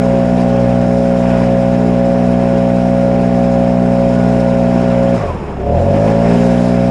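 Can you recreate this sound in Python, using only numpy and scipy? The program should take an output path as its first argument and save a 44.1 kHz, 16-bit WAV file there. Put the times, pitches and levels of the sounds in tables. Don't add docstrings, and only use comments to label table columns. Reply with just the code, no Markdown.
import sys
import numpy as np
from scipy import signal
from scipy.io import wavfile
from scipy.ndimage import uniform_filter1d

SR = 44100
rng = np.random.default_rng(int(sys.argv[2]) if len(sys.argv) > 2 else 0)


def how_loud(loudness_db):
    steps = np.asarray(loudness_db, float) / 20
    return 10 ** steps


def bounce(signal):
    frames = np.transpose(np.atleast_2d(signal))
    limited = np.clip(frames, -1, 1)
    pcm = np.round(limited * 32767).astype(np.int16)
    wavfile.write(sys.argv[1], SR, pcm)


N = 304290


def curve(rows):
    s, value = np.transpose(rows)
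    return np.interp(np.arange(N) / SR, s, value)


def bumps(rows):
    s, length, *columns = np.transpose(rows)
    t = np.arange(0, N, 64) / SR
    shape = np.exp(-4 * ((t[:, None] - s) / length) ** 2)
    return [np.interp(np.arange(N) / SR, t, shape @ c) for c in columns]


def read(spectrum, hz):
    f, level = np.transpose(spectrum)
    return np.interp(np.log(hz + 1), np.log(f + 1), level)


def smooth(x, first, second):
    return uniform_filter1d(uniform_filter1d(x, size=first), size=second)


def steady(x):
    return x / np.sqrt(abs(smooth(x ** 2, 3000, 3000)) + 1e-20)


def resonate(x, hz, width):
    turn = np.exp(2j * np.pi * np.cumsum(hz * np.ones(N)) / SR)
    r = np.exp(-np.pi * width / SR)
    return 2 * (turn * signal.lfilter([1 - r], [1, -r], x / turn)).real


def clicks(turns, spread_db, jitter_s):
    at = np.flatnonzero(np.diff(np.floor(turns)) > 0)
    chance = rng.standard_normal((len(at), 2))
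    late = np.round(jitter_s[at] * chance[:, 0] * SR).astype(int)
    out = np.zeros(N)
    out[np.clip(at + late, 0, N - 1)] = how_loud(spread_db[at] * chance[:, 1])
    return out


def noise(spectrum, patchy_db, flicker_db, size):
    frames, hz = N // 256 + 5, np.fft.rfftfreq(1024, 1 / SR)
    a, b, patches = rng.standard_normal((frames, 513, 3)).T
    patches = uniform_filter1d(uniform_filter1d(patches, size=12, axis=0), size=size, axis=1)
    flicker = uniform_filter1d(rng.standard_normal(frames), size=4)
    field_db = read(spectrum, hz)[:, None] + patchy_db * patches / patches.std()
    field_db = field_db + flicker_db * flicker / flicker.std()
    x = signal.istft((a + 1j * b) * how_loud(field_db), nperseg=1024, noverlap=768)[1][500:N + 500]
    return x / x.std()


# t/s, opening/0-1
THROTTLE = [
    (0, 1),
    (5.15, 1),
    (5.18, .4),
    (5.58, .4),
    (5.66, .94),
    (5.85, 1),
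    (6.9, 1),
]


def closed_throttle():
    return 1 - curve(THROTTLE)


# t/s, level/dB
BURN = [(0, 0), (5.15, 0), (5.21, -2.5), (5.3, -4), (5.4, -15), (5.53, -16), (5.59, -7.5), (5.7, 0),
        (5.77, -1.5), (5.86, 0), (6.1, 1), (6.32, 1), (6.44, 0.5), (6.6, 0), (6.9, -0.5)]


def burn():
    return curve(BURN)


# t/s, firing rate/Hz; the crank turns twice a firing
GOVERNED = [(0, 60.65), (1.12, 60.68), (1.36, 60.38), (1.76, 60.8), (2.72, 60.78), (3.15, 61.1),
            (3.52, 60.57), (3.88, 60.88), (4.16, 60.72), (4.32, 60.38), (5.0, 60.4), (5.14, 60.8),
            (6.9, 60.75)]
SHUT_S, IDLE_HZ, SAG_S = 5.162, 30.4, .155
HALF_SPEED_S, CLIMB_PER_S = 5.602, 4.45


def shaft():
    t, full = np.arange(N) / SR, curve(GOVERNED)
    sag = IDLE_HZ + (full - IDLE_HZ) * np.exp(-np.maximum(t - SHUT_S, 0) / SAG_S)
    climb = full / (1 + np.exp(-CLIMB_PER_S * (t - HALF_SPEED_S)))
    return uniform_filter1d(np.maximum(sag, climb), size=1800, mode="nearest")


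def slowing(speed):
    pull_lag_s = 0.066
    pull = np.clip(np.gradient(speed) * SR / (speed[0] * CLIMB_PER_S / 4), 0, 1)
    t = np.arange(N) / SR
    pull = uniform_filter1d(np.interp(t - pull_lag_s, t, pull), size=4000)
    return np.log2(speed / speed[0]), pull


# f/Hz, density/dB per Hz
ROAR = [(10, -25), (30, -5.5), (100, -7.5), (200, 2.5), (300, -3.5), (390, 0), (480, -4), (580, -1.5),
        (800, -8), (1000, -16), (1200, -38), (2000, -51), (4000, -100)]
# f/Hz, density/dB per Hz
RUSH = [(530, -35.5), (900, -0.5), (1270, -9.5), (1420, -9.5), (1720, -9.5), (1870, -11.5), (2470, -12),
        (3600, -22.5), (4680, -68), (7920, -120)]
# f/Hz, density/dB per Hz
HISS = [(2000, -27.5), (3400, -22.5), (3750, -1.5), (4430, -7), (4850, -2.5), (5370, -3.5), (6140, -8.5),
        (6940, -7), (8200, -12.5), (10100, -15), (10900, -20.5), (11800, -37), (13500, -29.5),
        (14500, -40.5), (15500, -90)]
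# f/Hz, width/Hz, level/dB against the hiss
WHISTLE = (5290, 130, -10)
# t/s, length/s, rush level/dB, hiss level/dB
SWEEPS = [(.4, 0.055, 1.5, 2.5), (1.0, 0.39, -2, 0.5), (1.35, 0.3, 3.5, 2.3), (2.9, 2.2, -1, -.8),
          (3.8, 0.17, -1.5, -2), (4.3, .3, 0, 1.5), (4.9, 0.27, 1.7, .6), (5.19, .12, 1.5, 2.5),
          (5.78, 0.054, 4.5, 2), (5.96, 0.069, 5.5, 2.5), (6.09, 0.1, 5, 4), (6.3, 0.21, 4, 2.5),
          (6.5, 0.5, 2, 4), (6.66, .08, -0.5, 3)]
ROAR_DB, RUSH_DB, HISS_DB = -23.5, -32, -45
ROAR_LAW, RUSH_LAW, HISS_LAW, AIR_LAG_S = 2, 7.2, 10.3, .03


def air(turns, speed):
    octaves, pull = slowing(speed)
    low_db, high_db = bumps(SWEEPS)
    slack = closed_throttle()
    octaves = np.interp(np.arange(N) - AIR_LAG_S * SR, np.arange(N), octaves)
    octaves = uniform_filter1d(octaves, size=5000)
    roar_db = ROAR_DB + ROAR_LAW * octaves + 4.5 * pull + .7 * low_db
    rush_db = RUSH_DB + RUSH_LAW * octaves + low_db
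    hiss_db = HISS_DB + HISS_LAW * octaves + high_db + 2.5 * pull

    roar = noise(ROAR, patchy_db=1.3, flicker_db=.4, size=5)
    roar = roar + 1.4 * slack * resonate(roar, 140, 70)
    puff = 1 + 0.072 * np.cos(2 * np.pi * turns - 1.1)
    rush = puff * noise(RUSH, patchy_db=1.5, flicker_db=0.36, size=3)
    rush = rush + 2.0 * slack * resonate(rush, 1180, 350)
    hiss = noise(HISS, patchy_db=1.0, flicker_db=1.04, size=10)
    hz, width, db = WHISTLE
    band = signal.butter(2, [hz - width / 2, hz + width / 2], "band", fs=SR)
    hiss = hiss + how_loud(db) * steady(signal.lfilter(*band, rng.standard_normal(N)))
    return how_loud(roar_db) * roar + how_loud(rush_db) * rush + how_loud(hiss_db) * hiss


PULSE_PHASE, PULSE_LEAD = 2.6, .024
BLADES = 6
SHAKE_DB = -21.5
FRAME_HZ, FRAME_WIDTH_HZ, FRAME_DB = 87, 14, 2.5
# t/s, length/s, level/dB
PRESSES = [
    (.7, 0.35, 4),
    (1.1, .2, -3.5),
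    (1.45, 0.28, 1.5),
    (2.1, .2, -3),
    (4.3, 0.31, 2.5),
    (4.95, 0.26, 1.5),
    (6.2, .4, -0.5),
    (6.9, 0.47, 2.5),
]
# f/Hz, level/dB
BLADE_PATH = [(385, -19), (430, -25), (500, -23.5), (560, -21.5), (610, -34), (680, -37), (712, -36.5),
              (730, -33)]
# f/Hz, level/dB
OCTAVE_PATH = [(770, -46), (900, -41), (1030, -35), (1080, -41), (1200, -47), (1450, -48)]
# t/s, length/s, level/dB
WHINES = [
    (.3, .2, 7),
    (1.33, .15, 7.5),
    (3.85, .12, 6),
    (4.28, 0.22, 11),
    (5.27, .1, 8),
]


def rotor(turns, speed):
    burn_db = burn()
    shake_db = SHAKE_DB + bumps(PRESSES)[0] + 0.55 * burn_db + 4.5 * slowing(speed)[1]
    detuning = 2 * (2 * speed - FRAME_HZ) / FRAME_WIDTH_HZ
    shake_db = shake_db + FRAME_DB / (1 + detuning ** 2)
    blade_db = read(BLADE_PATH, 2 * BLADES * speed) + 0.53 * burn_db
    octave_db = read(OCTAVE_PATH, 4 * BLADES * speed) + bumps(WHINES)[0]
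    waver = smooth(rng.standard_normal((2, N)), 2500, 1200)
    waver = np.tanh(waver / waver.std()) * speed / speed[0]

    angle = 2 * np.pi * (turns + PULSE_LEAD)
    shake = how_loud(shake_db) * np.cos(2 * angle + PULSE_PHASE)
    valves = -how_loud(0.5 * (shake_db + 19) - 27.5) * np.cos(angle + PULSE_PHASE)
    passing = 2 * BLADES * angle + 1.5 * waver[1]
    blade = how_loud(blade_db + 5.0 * waver[0]) * np.cos(passing)
    octave = how_loud(octave_db + 5.0 * waver[1]) * np.cos(2 * passing + 1.5 * waver[1])
    return np.sqrt(2) * (shake + valves + blade + octave)


# t/s, damping depth/dB, lift of the next swell/dB
STRIDES = [(-.12, 14, 1), (.39, 7, 0.3), (.82, 4, 0.1), (1.31, 5, 0.4), (1.87, 6.5, 1.5), (2.28, 6, .3),
           (2.82, 4.5, 1.5), (3.29, 6, .2), (3.82, 6, 1.2), (4.23, 6.5, -0.1), (4.77, 8, 1.5),
           (5.27, 2, -1), (5.77, -2, 1), (6.32, 4.5, -0.5), (6.65, 6.5, -2), (7.1, 13, .1)]


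def damping():
    s, depth_db, lift_db = np.transpose(STRIDES)
    t = np.arange(N) / SR
    stride = np.interp(t, s, np.arange(len(s)))
    arch = abs(np.sin(np.pi * stride)) ** 1.36
    loss_db = np.interp(t, s, depth_db) * (1 - arch) - lift_db[stride.astype(int)] * arch
    return uniform_filter1d(loss_db, size=2000)


# f/Hz, level/dB
EXHAUST = [(95, 6), (125, 3.5), (180, 1.5), (245, 1), (300, -11.5), (365, -22.5), (480, -19), (700, -25)]
THUMP_DB = -13.5


def exhaust(turns, speed, slack, burn_db, damp_db):
    level_db = THUMP_DB + 0.57 * burn_db + 6.5 * slowing(speed)[0] + 0.21 * damp_db - 11 * slack
    level_db = level_db + bumps([(6.42, 0.39, 2)])[0]
    uneven = smooth(rng.standard_normal((2, N)), 500, 300)
    uneven = uneven / uneven.std()
    angle = 2 * np.pi * (turns + PULSE_LEAD + (.002 + .02 * slack) * uneven[0])
    smear = 1.7 * (1 - speed / speed[0])
    thump = np.zeros(N)
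    for k in range(3, 12):
        order_db = read(EXHAUST, k * speed) - 8 * slack * np.log2(k)
        thump += how_loud(order_db) * np.cos(k * angle + PULSE_PHASE - smear * (k - 2) ** 2)
    return how_loud(level_db) * steady(thump) * how_loud(3.0 * slack * uneven[1])


# t/s, frequency factor
TUNING = [(0, 1.0), (5.15, 1.0), (5.27, 1.05), (5.68, 1.05), (5.92, 1.01), (6.2, 1.03), (6.35, .99),
          (6.9, 1)]
# f/Hz, width/Hz
HOUSING = (553.6, 29)
RING_DB = -12


def housing(knocks, tuning, burn_db, damp_db):
    hz, width = HOUSING
    level_db = RING_DB + 2.05 * burn_db - damp_db
    ring = resonate(resonate(knocks, hz * tuning, width), hz, 73)
    return how_loud(level_db - 4.5) * steady(ring)


# f/Hz, width/Hz, level/dB
INTAKE = [(409, 44.3, -3.5), (605.7, 14, -2.5), (666.5, 17.6, 2), (788.7, 16, -5.5), (909.4, 30, -16.5),
          (1396, 42, -20.5), (1668, 50, -22.5)]
BUZZ_DB = -20.5


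def intake(knocks, tuning, burn_db, damp_db, pull):
    level_db = BUZZ_DB + 1.5 * burn_db + 0.045 * damp_db + 0.5 * pull
    drift = smooth(rng.standard_normal((len(INTAKE), N)), 6000, 3000)
    drift = drift / drift.std()
    loudest_hz = max(INTAKE, key=lambda mode: mode[2])[0]
    buzz = np.zeros(N)
    for (hz, width, db), wander in zip(INTAKE, drift):
        mode_db = db + 1.6 * wander
        if hz != loudest_hz:
            mode_db = mode_db - 4.5 * pull
        buzz += how_loud(mode_db) * resonate(resonate(knocks, hz * tuning, width), hz, 100)
    return how_loud(level_db + 0.76) * steady(buzz)


def engine(turns, speed):
    slack, tuning = closed_throttle(), curve(TUNING)
    burn_db, damp_db = burn(), damping()
    knocks = -clicks(turns, .3 + 3.0 * slack, 1.5e-5 + 6e-4 * slack)
    knocks = signal.oaconvolve(knocks, np.hanning(15), "same")
    thump = exhaust(turns, speed, slack, burn_db, damp_db)
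    ring = housing(knocks, tuning, burn_db, damp_db)
    buzz = intake(knocks, tuning, burn_db, damp_db, slowing(speed)[1])
    return thump + ring + buzz


def scene():
    speed = shaft()
    turns = np.cumsum(speed) / SR + .98
    return (air(turns, speed) + rotor(turns, speed) + engine(turns, speed))[None]


def band_limit(x):
    return signal.sosfilt(signal.butter(12, 14966, fs=SR, output="sos"), x)


def record(dry):
    limit = .975
    soft = dry / (1 + abs(dry / limit) ** 8) ** (1 / 8)
    return band_limit(soft)


dry = scene()
out = record(dry)
bounce(out)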